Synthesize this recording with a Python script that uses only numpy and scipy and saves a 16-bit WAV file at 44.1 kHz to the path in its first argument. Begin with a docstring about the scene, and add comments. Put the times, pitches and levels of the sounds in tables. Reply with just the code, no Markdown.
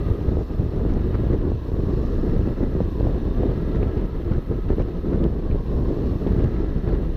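"""Headwind buffets a microphone on the chest of a cyclist riding no-handed down a quiet suburban road.
The air breaks into eddies round the arms: a deep rumble, a flutter in the microphone port, a rasp in
the strongest gusts, and hard single eddies that kick and thump. From below come the roar and hiss of
tyres on asphalt, the treble buzzing faintly with the freewheel. Thin whistles come and go, there is
a small dry tick now and then, and the sleeves flap close by."""
import sys
import numpy as np
from scipy import signal
from scipy.fft import rfft, irfft, next_fast_len
from scipy.io import wavfile
from scipy.ndimage import uniform_filter1d, minimum_filter1d

SR = 44100
rng = np.random.default_rng(int(sys.argv[2]) if len(sys.argv) > 2 else 0)


def wav_record(signal):
    """Record a signal, one row per channel, as 16-bit PCM in the file named by sys.argv[1]."""
    frames = np.transpose(np.atleast_2d(signal))
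    bounded = np.clip(frames, -1, 1)
    # unit amplitude maps onto the largest positive 16-bit level
    quanta = np.round(bounded * 32767).astype(np.int16)
    wavfile.write(sys.argv[1], SR, quanta)


N = 315756


def from_db(db):
    """Decibels to gain."""
    return 10 ** (np.asarray(db) / 20)


def rms_one(x):
    """Scale to rms 1."""
    return x / np.sqrt(np.mean(x ** 2) + 1e-20)


def in_time(rows):
    """Join rows that begin with a time into one curve for each further column."""
    s, *columns = np.transpose(rows)
    return [np.interp(np.arange(N) / SR, s, c) for c in columns]


def white():
    """Fresh white noise."""
    return rng.standard_normal(N)


def coloured(x, colour):
    """Shape a signal by rows of frequency in Hz and gain in dB; rms 1."""
    hz, db = np.transpose(colour)
    size = next_fast_len(N)
    bins = np.maximum(np.fft.rfftfreq(size, 1 / SR), 1)
    gain = from_db(np.interp(np.log(bins), np.log(hz), db, left=-100, right=-100))
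    return rms_one(irfft(rfft(x, size) * gain, size)[:N])


def drift(rate_hz):
    """Random wander, mostly slower than the given rate; rms 1."""
    bins = np.fft.rfftfreq(N, 1 / SR)
    return rms_one(irfft(rfft(white()) / (1 + (bins / rate_hz) ** 2), N))


def narrow_band(centre_hz, width_hz):
    """Noise in a narrow band whose centre may move; rms 1."""
    phase = 2 * np.pi * np.cumsum(centre_hz * np.ones(N)) / SR
    return rms_one(drift(width_hz) * np.cos(phase) + drift(width_hz) * np.sin(phase))


def steadied(x, span_s):
    """Hold the rms at 1 over spans this long, keeping the faster lumps."""
    size = max(int(span_s * SR), 2)
    return x / np.sqrt(uniform_filter1d(uniform_filter1d(x ** 2, size), size) + 1e-12)


def bursts(events, rise_s, decay_s):
    """An envelope that swells into each event and dies away after it."""
    out, t = np.zeros(N), np.arange(N) / SR
    for s, db, *_ in events:
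        near = slice(*np.searchsorted(t, [s - 10 * rise_s, s + 10 * decay_s]))
        age = t[near] - s
        out[near] += from_db(db) * np.exp(-np.maximum(-age / rise_s, age / decay_s))
    return out


def swells(events):
    """Bell-shaped swells added up: one curve in dB for each height column."""
    t = np.arange(0, N, 40) / SR
    s, length_s, *heights = np.transpose(events)
    bells = np.exp(-(2 * (t - s[:, None]) / length_s[:, None]) ** 2)
    return np.array([np.interp(np.arange(N) / SR, t, db @ bells) for db in heights])


def shelved(x, split_hz, upper_db):
    """Raise or lower everything above the split frequency."""
    deep = signal.sosfiltfilt(signal.butter(3, split_hz, fs=SR, output="sos"), x)
    return deep + from_db(upper_db) * (x - deep)


# The arms, just ahead of the microphone. Each row: time in seconds, closure (0 wide, about 1 together).
ARM_CLOSURE = [(0, .85), (.55, 0), (1.05, 0.87), (1.33, 0.98), (1.58, 0), (1.85, 0.4), (2.3, 0.87),
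               (2.75, 0.93), (2.93, 0.24), (3.2, 0.55), (3.65, 1.07), (4.5, 0.5), (5.2, 0.43), (5.5, 0.26),
               (6.05, 0.19), (6.35, 1.08), (6.85, 0.96), (7.16, 0.6)]
# Slow swell of the wind at the chest. Each row: time in seconds, level in dB against the mean.
HEADWIND = [(0, 0.5), (.6, -1.5), (.9, 2), (1.7, 0.75), (2.3, 0.5), (3.1, -0.5), (3.7, 2), (4.15, -2),
            (4.8, -2), (5.2, 0.5), (5.5, -2.5), (5.9, 2.5), (6.4, 2.6), (7.16, -2.5)]
# Gusts on the microphone. Each row: crest and length in seconds, rise of flutter and of rumble in dB.
GUSTS = [(.117, 0.018, -1, 9), (.287, 0.023, 7, -8), (.375, 0.025, 2, 3), (.598, 0.024, 8, 5),
         (.81, 0.05, 1.5, 4), (1.16, 0.21, -1, 2), (1.33, 0.058, 8, 2), (1.54, 0.058, 1, 4.5),
         (1.75, 0.086, -1.5, 1), (2.35, 0.098, 4, 2), (2.475, 0.04, 4.5, -1), (2.633, 0.034, 4.5, 5),
         (2.821, 0.062, 5.5, 1.5), (3.005, 0.035, 8.5, 1), (3.06, 0.08, 6.5, -2), (3.447, 0.11, 2, 3),
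         (3.81, 0.1, 3, 3), (4.006, 0.043, -0.5, -2), (4.322, 0.058, 3, 7.5), (4.38, 0.036, 3.5, 6),
         (4.516, 0.033, 11, 8.5), (4.715, 0.047, 8, 6.5), (4.797, 0.041, 12.5, 8), (5.141, 0.13, 3.5, 0),
         (5.256, 0.026, 8.5, -2), (5.545, 0.076, 7, 9), (6.3, .05, 3, 1), (6.35, 0.046, 5, -7),
         (6.435, 0.07, 3, 1.5), (6.576, 0.015, 4, 12), (6.915, 0.13, 2.5, 2)]
# Lulls in the flow. Each row: centre and length in seconds, fall of flutter and of rumble in dB.
LULLS = [(.04, 0.042, 4.5, 4), (.18, 0.12, 4, 11), (.465, 0.066, 10, 8), (.565, 0.018, 16, -2),
         (.71, 0.061, 6.5, 4), (1.115, 0.044, 4, 5), (1.394, 0.065, 5.5, 1), (1.616, 0.15, 10, 7.5),
         (1.88, 0.085, -1, 0), (2.553, 0.036, 9, 6.5), (2.71, 0.13, 3, 2), (2.925, 0.11, 5, 5),
         (3.2, 0.045, 2.5, 3), (3.345, .05, 4, 4), (3.65, 0.22, 1.5, 4.5), (3.92, 0.042, 5.5, 11),
         (4.105, 0.083, 4.5, 8), (4.235, 0.081, 4, 2.5), (4.438, 0.084, 9, 10), (4.626, 0.043, 13, 1.5),
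         (4.758, 0.021, 3.5, 9), (4.925, 0.095, 4, 8), (5.019, 0.058, 7, 6), (5.34, 0.068, 3, -1),
         (5.635, 0.1, 5.5, 4), (5.96, 0.093, 3, 7), (6.169, 0.16, 5, 5.5), (6.52, 0.047, 5.5, 5),
         (6.68, 0.076, 1.5, 1), (6.817, 0.026, 9, 12), (7.16, 0.21, 3, -1.5)]


def airflow(eddies_hz=10.4):
    """The air at the chest: arm closure, then the swing in dB of headwind, small and large eddies."""
    arms, = in_time(ARM_CLOSURE)
    headwind_db, = in_time(HEADWIND)
    small_gust_db, large_gust_db = swells(GUSTS) - swells(LULLS)
    small_db = headwind_db + small_gust_db + 1.55 * drift(eddies_hz)
    large_db = 0.091 * headwind_db + large_gust_db + 1.35 * drift(eddies_hz)
    return arms, headwind_db, small_db, large_db


# Deep wind right on the microphone. Each row: frequency in Hz, relative level in dB.
RUMBLE_COLOUR = [(12, -26.5), (22, -2.5), (33, 1), (48, -0.5), (75, -4.5), (110, -10.5), (170, -19),
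                 (300, -39.5), (600, -75.5)]


def wind_rumble(large_db, headwind_db, clumps):
    """Large eddies rumble; a light headwind leaves the deepest, a strong one adds those above."""
    eddies = steadied(coloured(white(), RUMBLE_COLOUR) * from_db(2.0 * clumps), span_s=0.039)
    return shelved(from_db(-22.5 + large_db) * eddies, split_hz=51, upper_db=0.94 * headwind_db)


# Wind in the microphone port. Each row: frequency in Hz, relative level in dB.
PORT_COLOUR = [(50, -12.5), (110, -0.5), (170, 1.5), (250, -0.5), (350, -.5), (440, -4), (530, -11),
               (650, -17.5), (800, -24.5), (1200, -32), (2000, -44), (4000, -84)]


def port_flutter(small_db, wake, clumps):
    """Small eddies come in clumps and flutter in the port, a little brighter in each gust."""
    flow = np.hypot(from_db(-26.5 + small_db), wake)
    eddies = steadied(coloured(white() * from_db(2.22 * clumps), PORT_COLOUR), span_s=0.034)
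    return shelved(flow * eddies, split_hz=870, upper_db=0.13 * small_db)


# Rasping air at the microphone. Each row: frequency in Hz, relative level in dB.
RASP_COLOUR = [(400, -20.5), (800, 2.5), (1300, -2), (1800, -4), (2400, -12), (3900, -19), (6000, -27.5),
               (9000, -40)]
# Air tearing at the edge of its housing. Each row: crest in seconds, relative level in dB.
TEARS = [(.285, -54), (.9, -44), (1.0, -57), (1.145, -43), (1.327, -55), (2.47, -54), (3.025, -45),
         (3.76, -49), (3.835, -42), (3.982, -44), (4.325, -42.5), (4.703, -40), (4.805, -44), (5.132, -44),
         (6.275, -45), (6.335, -51), (6.395, -50), (6.6, -55), (6.89, -47), (6.95, -46)]


def wind_rasp(small_db, arms, clumps):
    """Strong flow funnelled by the arms rasps, and tears at the housing in short, duller bursts."""
    grain = from_db(1.0 + 0.79 * clumps) * coloured(white() * from_db(3.8 * drift(280)), RASP_COLOUR)
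    rasp = from_db(-58 + 0.58 * small_db + 3 * arms) * grain
    dull_grain = signal.sosfilt(signal.butter(2, 6800, fs=SR, output="sos"), grain)
    return rasp + from_db(-2.5) * dull_grain * bursts(TEARS, rise_s=0.0083, decay_s=0.014)


# The tread on the road, heard from the chest. Each row: frequency in Hz, relative level in dB.
ROAR_COLOUR = [(200, -9), (600, 6.5), (800, 0), (1000, 5.5), (1300, -3.5), (1470, -8.5), (1650, -2),
               (1950, -7), (2200, -23.5), (3000, -36.5)]


def tread_roar(arms, road):
    """The rolling tread roars, slightly louder as the hands meet."""
    return from_db(-50.5 + 0.5 * arms + 0.48 * road) * coloured(white(), ROAR_COLOUR)


# The freewheel, below and behind, following the bike's speed. Each row: time in seconds, clicks a second.
CLICK_RATE = [(0, 158.5), (2.8, 165.4), (4.5, 171), (7.16, 164)]


def freewheel_buzz(jitter=.02):
    """A sine at the slightly uneven click rate, to pulse the treble."""
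    click_hz, = in_time(CLICK_RATE)
    return np.sin(2 * np.pi * np.cumsum(click_hz * (1 + jitter * drift(13))) / SR)


# Three bands of tyre hiss from below, low to high. Each row: frequency in Hz, relative level in dB.
HISS_COLOUR = [(1500, -11.5), (2200, -6), (2650, 1.5), (3300, -2), (3700, -0.5), (4350, -3.5), (4750, -14),
               (6000, -28), (9000, -49)]
BRIGHT_COLOUR = [(4000, 1.5), (4800, -3.5), (5250, -2.5), (5500, 1.5), (5750, -10), (6300, -10), (6650, -9),
                 (7300, -15), (8200, -25.5)]
SIZZLE_COLOUR = [(5000, -11), (7800, -10), (8600, -8.5), (11300, -7.5), (12700, -6), (13450, 2),
                 (14200, -4.5), (15300, -12.5)]
# The lower two bands along the road. Each row: time in seconds, base level of hiss and of bright in dB.
HISS_LEVELS = [(0, -55.5, -72), (.4, -60.5, -66), (.85, -58.5, -70.5), (1.15, -57.6, -74), (1.4, -59, -73),
               (2.05, -58.5, -64), (2.7, -58, -69.5), (2.95, -58, -68.5), (3.75, -57.5, -72),
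               (4.05, -59, -74), (5.0, -59.5, -72), (5.5, -59.5, -72), (5.85, -58.5, -66), (6.35, -58, -68),
               (7.16, -59, -74)]
# The fine sizzle at the very top. Each row: time in seconds, base level in dB.
SIZZLE_LEVELS = [(0, -69), (.25, -70.3), (.8, -72), (1.16, -70), (1.42, -73), (1.8, -71), (2.41, -70),
                 (2.78, -72), (2.92, -70.5), (3.2, -72), (3.77, -71), (4.04, -73), (4.25, -71.5),
                 (5.45, -73.7), (5.72, -71.5), (6.35, -70.5), (6.55, -73.5), (7.16, -71.5)]


def tyre_hiss(small_db, road):
    """Grainy asphalt hiss under treble that buzzes with the freewheel; also gives the hiss level in dB."""
    asphalt_db, bright_db = in_time(HISS_LEVELS)
    sizzle_db, = in_time(SIZZLE_LEVELS)
    buzz = freewheel_buzz()
    hiss_db = asphalt_db + 0.047 * small_db
    hiss_grain = coloured(white() * from_db(1.9 * drift(370)), HISS_COLOUR)
    bright_grain = coloured(white() * from_db(0.92 * drift(400)), BRIGHT_COLOUR)
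    hiss = from_db(hiss_db - 1.0 + 0.73 * road) * hiss_grain
    bright = from_db(bright_db + 0.5 * road + 3 * buzz) * bright_grain
    sizzle = from_db(sizzle_db + .8 * drift(25) + 1.5 * buzz) * coloured(white(), SIZZLE_COLOUR)
    return hiss + bright + sizzle, hiss_db


# Modes of the microphone housing. Each row: frequency and width in Hz, level in dB against the hiss.
HOUSING_MODES = [(3710, 73, -19), (3950, 54, -21), (4400, 46, -20), (5220, 54, -18.5), (6015, 62, -19.5),
                 (8500, 90, -32.5), (9020, 80, -30.5), (9820, 130, -31.5), (10600, 160, -30.5),
                 (12000, 160, -32)]


def housing_ring(hiss_db):
    """The housing rings faintly under the hiss."""
    return from_db(hiss_db) * sum(from_db(db) * narrow_band(hz, width) for hz, width, db in HOUSING_MODES)


# A hollow note in front of the chest. Each row: time in seconds, pitch in Hz, level in dB.
HOLLOW_NOTE = [(0, 1210, -48), (.3, 1255, -58), (.6, 1230, -55), (1.25, 1220, -60), (1.55, 1060, -56),
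               (2.0, 1155, -52), (2.35, 1270, -56.5), (2.72, 1270, -58), (2.97, 1000, -49.5),
               (3.25, 1090, -56), (3.6, 1300, -56.5), (4.4, 1290, -55.5), (5.25, 1270, -60),
               (5.55, 1050, -54.5), (5.88, 1030, -50), (6.35, 1280, -55.5), (7.16, 1250, -64)]
# Modes between the arms. Each row: frequency and width in Hz, level in dB with hands together.
HOLLOW_MODES = [(1336, 30, -59), (1659, 42, -59), (1940, 70, -63.5)]


def arm_hollow(arms):
    """Tyre noise rings between the arms: as they close, a note rises and faint resonances come up."""
    note_hz, note_db = in_time(HOLLOW_NOTE)
    note = from_db(note_db) * narrow_band(note_hz, width_hz=57)
    upper_note = from_db(-66.5 + 4 * arms) * narrow_band(1.53 * note_hz, width_hz=190)
    modes = sum(from_db(db) * narrow_band(hz, width) for hz, width, db in HOLLOW_MODES)
    return note + upper_note + arms ** 2 * modes


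def arm_echo(x, delay_s, sway, echo_db):
    """A reflection off the moving arms combs the sound with slowly shifting ripples."""
    n = np.arange(N)
    delay_samples = delay_s * SR * np.exp(sway * drift(0.89))
    echo = np.interp(n - delay_samples, n, x)
    return (x + from_db(echo_db) * echo) / np.hypot(1, from_db(echo_db))


# Faint whistles under the wind. Each row: crest and length in seconds, pitch in Hz, level in dB.
WHISTLES = [(0.07, 0.2, 1204, -58), (0.422, 0.36, 1270, -60.5), (0.073, 0.25, 1920, -59.5),
            (.55, 0.45, 1625, -65), (.55, 0.54, 2620, -70), (3.3, 0.93, 3660, -68)]


def whistles():
    """Thin whistles that fade in and out."""
    out, t = np.zeros(N), np.arange(N) / SR
    for s, length_s, hz, db in WHISTLES:
        fade = np.exp(-(2 * (t - s) / length_s) ** 2)
        out += from_db(db) * fade * steadied(narrow_band(hz, width_hz=28), span_s=.05)
    return out


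# Hard eddies straight on the port. Each row: start in seconds, relative ring level in dB,
# upper edge of the kick in Hz, thump level in dB.
BUFFETS = [(0.102, -17, 900, -16), (0.112, -18, 800, -14.5), (0.212, -16, 800, -18),
           (0.283, -21, 1100, -11), (0.370, -11.5, 600, -15), (0.596, -16, 800, -8),
           (0.851, -14, 1100, -21), (1.195, -17, 1000, -24), (1.289, -20, 1100, -22),
           (1.324, -20, 1398, -11), (1.518, -13.5, 800, -30), (1.717, -17.5, 899, -20),
           (2.393, -17, 700, -14), (2.474, -13, 800, -16), (2.606, -15.5, 899, -21),
           (2.751, -13.5, 700, -18), (2.804, -11, 994, -15), (3.008, -12.5, 900, -16),
           (3.029, -12, 1100, -12), (3.069, -19, 1000, -12), (3.433, -11, 900, -19), (3.551, -25, 900, -17),
           (3.830, -9, 1810, -13), (4.382, -17, 550, -15), (4.513, -23, 896, -24),
           (4.703, -10, 1699, -17.5), (4.783, -15, 1092, -22), (4.8, -13, 900, -13),
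           (5.262, -14, 700, -13.5), (5.556, -18, 892, -23), (5.971, -18.5, 950, -21),
           (6.265, -2, 750, -21), (6.333, -10.5, 900, -11), (6.362, -13, 900, -21), (6.4, -16, 900, -20),
           (6.423, -17, 900, -19)]


def buffet_kicks(port_hz, ring_s):
    """Each hard eddy is a pressure kick that rings the port for a cycle or two; abrupt ones crack."""
    out, t = np.zeros(N), np.arange(N) / SR
    for s, db, edge_hz, _ in BUFFETS:
        detune, push = rng.standard_normal(2)
        near = (t >= s) & (t < s + 10 * ring_s)
        age = t[near] - s
        ring = np.sin(2 * np.pi * port_hz * np.exp(0.21 * detune) * age)
        kick = np.sign(push) * from_db(db) * np.exp(-age / ring_s) * ring
        out[near] += signal.sosfilt(signal.butter(2, edge_hz, fs=SR, output="sos"), kick)
    return from_db(3.0) * out


def buffet_thumps(width_s, lag_s):
    """As a hard eddy passes, just after its kick, the pressure swings once each way."""
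    out, t = np.zeros(N), np.arange(N) / SR
    for s, _, _, db in BUFFETS:
        size, push = rng.standard_normal(2)
        near = np.abs(t - s) < 10 * width_s
        passage = (t[near] - s - lag_s) / (width_s * np.exp(.15 * size))
        out[near] += np.sign(push) * from_db(db) * passage * np.exp(.5 - .5 * passage ** 2)
    return out


def buffet_flow(aside_db, aside_s):
    """Two envelopes: a hard eddy sweeps the ordinary turbulence aside and leaves a short, strong wake."""
    dip_db, = swells([(s, aside_s, aside_db) for s, *_ in BUFFETS])
    wake = from_db(-8.5) * bursts(BUFFETS, rise_s=0.00091, decay_s=0.0046)
    return from_db(-dip_db), wake


# Small dry ticks close by; the one at 3.83 s is the microphone clicking as a hard gust overloads it.
# Each row: time in seconds, relative level in dB.
TICKS = [(0.5023, -48), (0.9378, -39), (1.028, -50), (3.8312, -40), (4.8225, -40), (5.2406, -35),
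         (6.2705, -36), (6.4413, -45)]
# Their tone at the chest. Each row: frequency in Hz, relative level in dB.
TICK_COLOUR = [(1500, -21), (2800, 12.5), (4000, 2), (6000, -6), (8000, -24), (11000, -25)]


def dry_ticks():
    """Tiny bursts of bright noise, each over in a millisecond or two."""
    grit = steadied(coloured(white(), TICK_COLOUR), span_s=.001)
    return from_db(-1.0) * grit * bursts(TICKS, rise_s=.00015, decay_s=0.00069)


# Sleeves, within arm's reach. Each row: crest in seconds, relative level in dB, decay in seconds.
FLAPS = [(1.146, -53, .013), (3.829, -39.5, .004), (4.807, -55, .003), (5.5132, -49, .005),
         (6.442, -45, .003), (6.566, -48, 0.0044)]


def sleeve_flaps(band_hz, rise_share):
    """Cloth flaps in the wind with dull snaps and softer scuffs."""
    band = signal.butter(4, band_hz, "band", fs=SR, output="sos")
    envelope = sum(bursts([(s, db)], rise_share * decay_s, decay_s) for s, db, decay_s in FLAPS)
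    return from_db(3.5) * rms_one(signal.sosfilt(band, white())) * envelope


def scene():
    """Everything at the one chest microphone: wind on top of it, the road underneath."""
    arms, headwind_db, small_db, large_db = airflow()
    clumps = drift(59)  # bunching of the eddies, shared by rumble, flutter and rasp
    dip, wake = buffet_flow(aside_db=4, aside_s=0.019)
    turbulence = wind_rumble(large_db, headwind_db, clumps) + port_flutter(small_db, wake, clumps)
    wind = dip * turbulence + wind_rasp(small_db, arms, clumps)
    buffets = buffet_kicks(port_hz=374, ring_s=0.0025) + buffet_thumps(width_s=0.0022, lag_s=0.0034)
    road = drift(17)  # roar and hiss waver together
    hiss, hiss_db = tyre_hiss(small_db, road)
    tyres = arm_echo(tread_roar(arms, road) + hiss, delay_s=.0028, sway=.1, echo_db=-12.5)
    resonances = housing_ring(hiss_db) + arm_hollow(arms)
    small_sounds = whistles() + dry_ticks() + sleeve_flaps(band_hz=(905, 2770), rise_share=.6)
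    return (wind + buffets + tyres + resonances + small_sounds)[None]


def limited(x, top_db, hold_s):
    """A limiter looks ahead and turns the gain down smoothly round the highest peaks."""
    size = max(int(hold_s * SR), 2)
    needed_gain = np.minimum(1, from_db(top_db) / (np.abs(x) + 1e-9))
    held_gain = minimum_filter1d(needed_gain, 2 * size)
    return x * uniform_filter1d(uniform_filter1d(held_gain, size), size)


def record(dry):
    """Peaks are limited and the top is cut steeply at 15.3 kHz."""
    held = limited(dry, top_db=-8.5, hold_s=.004)
    return signal.sosfilt(signal.ellip(10, .1, 90, 15300, fs=SR, output="sos"), held)


dry = scene()
out = record(dry)
wav_record(out)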